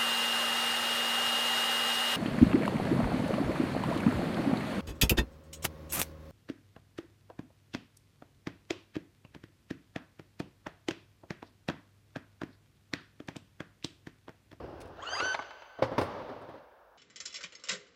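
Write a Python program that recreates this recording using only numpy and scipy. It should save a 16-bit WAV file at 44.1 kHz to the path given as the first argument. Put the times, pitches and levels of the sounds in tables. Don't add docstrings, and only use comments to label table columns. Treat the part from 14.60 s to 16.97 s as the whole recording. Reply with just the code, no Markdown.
import sys
import numpy as np
from scipy import signal
from scipy.fft import rfft, irfft
from scipy.io import wavfile
from scipy.ndimage import uniform_filter1d

SR = 44100
rng = np.random.default_rng(int(sys.argv[2]) if len(sys.argv) > 2 else 0)


def transcribe(signal):
    frames = np.atleast_2d(signal).T
    limited = np.clip(frames, -1, 1)
    pcm = np.round(limited * 32767).astype(np.int16)
    wavfile.write(sys.argv[1], SR, pcm)


N = 104737
TIME_S = np.arange(N) / SR

# (frequency [Hz], relative density [dB])
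RUMBLE_SPECTRUM = [(20, -12), (35, -7), (80, 5.5), (130, -3.5), (200, -9), (315, -1), (600, -4),
                   (1100, -13), (2100, -28), (2700, -28), (3800, -39), (5200, -32), (6300, -53),
                   (7300, -50), (15000, -56)]
BACKGROUND_SPECTRUM = [(20, -26), (49, 2.5), (133, -18), (282, -15), (404, -9.5), (649, 2), (1070, -3),
                       (1700, -5.5), (2100, -35), (2700, -36), (5690, -30), (7500, -37.5), (15500, -31)]
TICK_SPECTRUM = [(500, -15), (1800, 4.5), (5000, 0.5), (7500, -5), (10000, -0.5), (13000, -15), (15500, -9)]
RASP_SPECTRUM = [(35, -49), (60, -18), (104, -8.5), (209, -31.5), (408, -2), (855, -2.5), (1200, -1),
                 (1600, -1), (2310, -18.5), (2710, -8.5), (4620, -20), (5430, -22.5), (6230, -23),
                 (8420, -48), (15000, -55.5)]
BRUSH_SPECTRUM = [(5500, -48), (6300, -20), (6650, 8.5), (7200, -9.5), (7750, -5), (8400, -37)]
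FIZZ_SPECTRUM = [(8000, -32), (9000, 3), (9600, 5.5), (10100, -0.5), (10800, -12), (15000, -24)]
CLACK_SPECTRUM = [(47, -51), (80, -18), (234, -24), (627, -4), (1470, -1.5), (1750, -6.5), (3030, -12),
                  (4210, -16.5), (4800, -20), (5480, -24), (7950, -33.5), (8490, -47.5), (15000, -61)]
BUMP_SPECTRUM = [(40, -24), (90, 2), (180, -34), (330, 6), (620, 3), (1000, -15), (4000, -45)]
PAWL_SPECTRUM = [(59, -58), (100, -19), (836, -6.5), (1130, -2.5), (1590, -14), (1790, -22), (2190, -23),
                 (3260, -33), (6320, -33), (12000, -69), (15600, -100), (22000, -120)]
WASH_SPECTRUM = [(20, -36), (45, -16), (81, -4.5), (185, -9), (228, -4.5), (296, -3), (346, -10), (500, -8),
                 (1090, -6.5), (2490, -25), (4650, -30.5), (6200, -40.5), (7400, -51.5), (15000, -56.5)]
KNOCK_SPECTRUM = [(35, -42), (60, -13), (200, -4.5), (400, -1.5), (600, 2), (950, -8), (1820, -17.5),
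                  (2490, -33), (3240, -26.5), (4730, -36.5), (7210, -54), (12000, -55)]
LATCH_1_SPECTRUM = [(24, -29), (40, -14), (129, -8.5), (218, -12), (535, 1.5), (704, -17), (838, -8),
                    (1380, -13.5), (1680, -18), (3220, -27), (4130, -32), (4570, -28.5), (7340, -49.5),
                    (15500, -61)]
LATCH_2_SPECTRUM = [(24, -43), (45, -25), (87, -6), (197, -9.5), (427, -1), (496, -0.5), (817, -8.5),
                    (903, -1), (1380, -14), (2010, -15), (3060, -24.5), (3470, -24), (5500, -29),
                    (7340, -46.5), (15500, -48)]
JANGLE_SPECTRUM = [(2000, -11), (5000, 1), (7500, 2.5), (9500, 8.5), (13000, -6), (15500, 1)]
HALL_SPECTRUM = [(60, -27), (250, -4.5), (500, 3.5), (1500, -5), (3000, -1), (5000, -5.5), (6400, -5.5),
                 (7400, -2), (15000, -46)]
# (time [s], level [dB])
RUMBLE_ENVELOPE = [(0, -41.5), (.11, -44), (.17, -47.5), (0.249, -46.5), (.35, -53), (.7, -64),
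                   (1.1, -74.5), (1.4, -88)]
RASP_ENVELOPE = [(.35, -62.5), (.39, -54.5), (.46, -45), (.53, -44.5), (.6, -38), (.66, -41.5), (.735, -42),
                 (.76, -52.5), (.83, -51.5), (.95, -63), (1.18, -76.5)]
BRUSH_ENVELOPE = [(.35, -106), (0.392, -87), (.43, -60.5), (.46, -62), (.49, -68), (.6, -56), (.74, -75),
                  (.8, -89)]
FIZZ_ENVELOPE = [(.46, -100), (.51, -80), (.56, -62.5), (.62, -69), (.73, -69), (.78, -83), (.83, -91.5)]
WASH_ENVELOPE = [(1.17, -89), (1.2, -56), (1.25, -41.5), (1.301, -44.5), (1.36, -44.5), (1.44, -40.5),
                 (1.5, -42), (1.65, -47), (1.8, -51.5), (1.92, -53), (1.98, -53), (2.1, -80)]
# (time [s], tooth rate [Hz], levels of harmonics 1, 2, 3, 4 [dB])
MOTOR_1_RUN = [(0.385, 611, -49.5, -53, -76, -86), (0.405, 840, -56, -53, -95, -70),
               (0.425, 1032, -47, -64, -49.5, -85), (0.461, 1345, -41.5, -61, -81, -79),
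               (0.473, 1433, -44, -43.5, -51, -98), (0.499, 1519, -53, -47.5, -56.5, -53),
               (0.541, 1601, -44, -48, -39.5, -50), (0.577, 1600, -65, -69.5, -44, -54),
               (0.6, 1590, -56, -50, -42.5, -49)]
MOTOR_2_RUN = [(0.515, 570.6, -45, -44.5, -51, -78), (0.533, 751.6, -48.5, -35.5, -74.5, -52),
               (0.559, 1021, -39, -48.5, -46.5, -73), (0.573, 1171, -42.5, -53, -66, -54),
               (0.593, 1342, -41, -40.5, -56, -57), (0.633, 1481, -34, -52, -50, -51.5),
               (0.655, 1515, -34, -44.5, -50, -46), (0.729, 1532, -32, -50, -51.5, -49),
               (0.74, 1516, -42, -44, -69, -44)]
# (harmonic 5 [dB], harmonic 6 [dB])
TOP_HARMONICS_DB = [-73, -77]
# (time [s], level [dB])
TICK_HITS = [(.2045, -56), (.2145, -53.5), (.256, -67), (.275, -68.5), (1.819, -70), (1.893, -73)]
CLACK_HITS = [(.600, -27.5), (.6035, -26.5), (.624, -35.5), (.653, -33), (.7425, -26), (.747, -27.5),
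              (.822, -40.5), (.907, -42), (1.02, -43.5)]
BUMP_HITS = [(.624, -37.5), (.655, -42.5)]
PAWL_HITS = [(.7895, -30.5), (.7935, -32.5)]
KNOCK_HITS = [(1.188, -37.5), (1.3155, -33), (1.549, -41.5), (1.599, -41), (1.691, -37), (1.712, -45.5),
              (1.759, -48.5), (1.812, -44), (1.888, -41.5), (1.94, -45.5)]
LATCH_1_HITS = [(1.2215, -19)]
LATCH_2_HITS = [(1.380, -22), (1.412, -27.5)]
JANGLE_HITS = [(1.382, -54.5), (1.412, -53)]
# (frequency [Hz], relative level [dB], T60 [s])
CLACK_RING = [(575, -3.5, 0.031), (947, -11.5, 0.12), (1094, -11, 0.025), (1290, 0, .03),
              (2180, -17.5, 0.046)]
PAWL_RING = [(968, -9, 0.03), (1107, 1.5, .06), (1523, 0.5, 0.033), (2140, -5.5, 0.078)]
LATCH_1_RING = [(118.3, -15, 0.28), (238, -7.5, 0.046), (538, 5, .045), (577.4, 7.5, 0.026),
                (823, -0.5, 0.037), (1008, -12.5, 0.093), (4730, -36, .05)]
LATCH_2_RING = [(93.2, -11.5, 0.17), (273, 2.5, 0.041), (447, 1.5, 0.023), (566, 2, 0.044),
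                (914.6, -4.5, 0.084), (2450, -24, 0.054)]
# (frequency [Hz], T60 [s])
HALL_DECAY = [(100, 1), (700, 1.97), (1600, 2.55), (4000, 2.5), (8000, 1.6)]


def amp(db):
    return 10 ** (np.asarray(db) / 20)


def unit(x):
    return x / np.sqrt(np.mean(x ** 2) + 1e-20)


def over_hz(table, hz):
    table_hz, value = np.transpose(table)
    return np.interp(np.log(hz + 1), np.log(table_hz + 1), value)


def colour(x, spectrum):
    return irfft(rfft(x) * amp(over_hz(spectrum, np.fft.rfftfreq(N, 1 / SR))), N)


def wander(rate_hz):
    hz = np.fft.rfftfreq(N, 1 / SR)
    return unit(irfft(rfft(rng.standard_normal(N)) * np.exp(-(hz / rate_hz) ** 2), N))


def grainy_noise(spectrum, envelope, lumps_db, lumps_hz):
    grains = rng.standard_normal(N) * amp(lumps_db * wander(lumps_hz))
    level_db = np.interp(TIME_S, *np.transpose(envelope), right=-np.inf)
    return unit(colour(grains, spectrum)) * amp(level_db)


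def dying_noise(spectrum, decay, size):
    t, hz = np.arange(size) / SR, np.fft.rfftfreq(size, 1 / SR)
    centres_hz = np.geomspace(50, 16000, 22)
    white = rfft(rng.standard_normal(size))
    gain = unit(amp(over_hz(spectrum, hz)))
    out = np.zeros(size)
    for centre_hz, pick in zip(centres_hz, np.eye(len(centres_hz))):
        band_gain = gain * np.interp(hz, centres_hz, pick)
        fade = amp(-60 * t / over_hz(decay, centre_hz))
        band = irfft(white * band_gain, size) * fade
        out += unit(band) * np.sqrt(np.mean(band_gain ** 2) * np.mean(fade ** 2))
    return out


def strikes(hits, spectrum, modes=(), *, rise_s, t60_s, noise_db=0):
    out, t = np.zeros(N), np.arange(SR // 2) / SR
    ring = 0
    for hz, db, mode_t60_s in modes:
        swell = np.minimum(t * hz, 1)
        ring += amp(db - 60 * t / mode_t60_s) * swell * np.sin(2 * np.pi * hz * t)
    decay = list(zip((100, 700, 8000), t60_s))
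    for start_s, db in hits:
        cloud = amp(noise_db) * dying_noise(spectrum, decay, len(t))
        hit = amp(db) * np.minimum(t / rise_s, 1) * (ring + cloud)
        span = out[round(start_s * SR):][:len(t)]
        span += hit[:len(span)]
    return out


def rumble():
    onset = np.minimum(TIME_S / .0019, 1)
    return onset * grainy_noise(RUMBLE_SPECTRUM, RUMBLE_ENVELOPE, lumps_db=1.23, lumps_hz=40)


def background():
    return amp(-62) * unit(colour(rng.standard_normal(N), BACKGROUND_SPECTRUM))


def ticks():
    return strikes(TICK_HITS, TICK_SPECTRUM, rise_s=.00037, t60_s=(.02, .063, .048), noise_db=3.5)


def drive_friction():
    rasp = grainy_noise(RASP_SPECTRUM, RASP_ENVELOPE, lumps_db=2, lumps_hz=396)
    hiss = grainy_noise(BRUSH_SPECTRUM, BRUSH_ENVELOPE, lumps_db=4, lumps_hz=150)
    fizz = grainy_noise(FIZZ_SPECTRUM, FIZZ_ENVELOPE, lumps_db=1.5, lumps_hz=300)
    return rasp + hiss + fizz


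def motor_whine(run):
    full_speed_hz, bright_from_hz, flutter_hz = 1610, 1490, 146.6
    teeth, wobble_rad, edge_s = 9, .06, .0026
    times_s, rates_hz, *columns_db = np.transpose(run)
    tooth_hz = uniform_filter1d(np.interp(TIME_S, times_s, rates_hz), size=500)
    slowness = np.maximum(1 - tooth_hz / full_speed_hz, 0)
    jitter = (.0025 + .0393 * slowness) * wander(flutter_hz)
    phase = 2 * np.pi * np.cumsum(tooth_hz * (1 + jitter)) / SR
    phase += wobble_rad * np.sin(phase / teeth)
    *lower_db, fourth_db = [np.interp(TIME_S, times_s, db) for db in columns_db]
    dull_db = .12 * np.maximum(bright_from_hz - tooth_hz, 0)
    harmonics_db = lower_db + [db - dull_db for db in [fourth_db, *TOP_HARMONICS_DB]]
    flutter_db = 1.1 + 7.5 * slowness
    whine = sum(amp(db + flutter_db * wander(flutter_hz)) * np.sin(k * phase)
                for k, db in enumerate(harmonics_db, 1))
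    excess_db = flutter_db ** 2 * np.log(10) / 20
    running = np.clip(np.minimum(TIME_S - times_s[0], times_s[-1] - TIME_S) / edge_s + 1, 0, 1)
    return np.sqrt(2) * amp(1 - excess_db) * running * whine


def stop_clacks():
    return strikes(CLACK_HITS, CLACK_SPECTRUM, CLACK_RING,
                   rise_s=.0019, t60_s=(.055, .039, .034), noise_db=1)


def frame_bumps():
    return strikes(BUMP_HITS, BUMP_SPECTRUM, rise_s=.0021, t60_s=(.13, .049, .04), noise_db=6)


def pawl_drop():
    return strikes(PAWL_HITS, PAWL_SPECTRUM, PAWL_RING, rise_s=.0035, t60_s=(.042, .051, .027))


def latch_wash():
    return grainy_noise(WASH_SPECTRUM, WASH_ENVELOPE, lumps_db=.8, lumps_hz=60)


def frame_knocks():
    return strikes(KNOCK_HITS, KNOCK_SPECTRUM, rise_s=.0012, t60_s=(.1, .16, .14))


def latches():
    first = strikes(LATCH_1_HITS, LATCH_1_SPECTRUM, LATCH_1_RING,
                    rise_s=.0042, t60_s=(.082, .065, .15), noise_db=-.5)
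    second = strikes(LATCH_2_HITS, LATCH_2_SPECTRUM, LATCH_2_RING,
                     rise_s=.0021, t60_s=(.11, .11, .097), noise_db=2)
    return first + second


def jangle():
    return strikes(JANGLE_HITS, JANGLE_SPECTRUM, rise_s=.001, t60_s=(.046, .1, .18), noise_db=-.5)


def space(x, hall_db, cabin_db=-14.5, cabin_t60_s=.095):
    t = np.arange(2 * SR) / SR
    hall = dying_noise(HALL_SPECTRUM, HALL_DECAY, len(t)) * np.minimum(t / .013, 1)
    cabin = rng.standard_normal(len(t)) * amp(-60 * t / cabin_t60_s) * (t > .004)
    response = amp(hall_db) * hall / np.linalg.norm(hall) + amp(cabin_db) * cabin / np.linalg.norm(cabin)
    return x + signal.fftconvolve(x, response)[:N]


def scene():
    whine = space(motor_whine(MOTOR_1_RUN) + motor_whine(MOTOR_2_RUN), hall_db=-20)
    mechanism = drive_friction() + stop_clacks() + frame_bumps() + pawl_drop()
    seats = latches() + frame_knocks() + ticks() + jangle()
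    beds = latch_wash() + rumble() + background()
    return (whine + space(mechanism + seats, hall_db=-18.5) + beds)[None]


def record(dry):
    low_cut_hz, cutoff_hz = 45, 15900
    thinned = signal.sosfilt(signal.butter(2, low_cut_hz, "high", fs=SR, output="sos"), dry)
    lowpass = signal.firwin(511, cutoff_hz, window=("kaiser", 9), fs=SR)
    return signal.oaconvolve(thinned, lowpass[None], "same")


dry = scene()
out = record(dry)
transcribe(out)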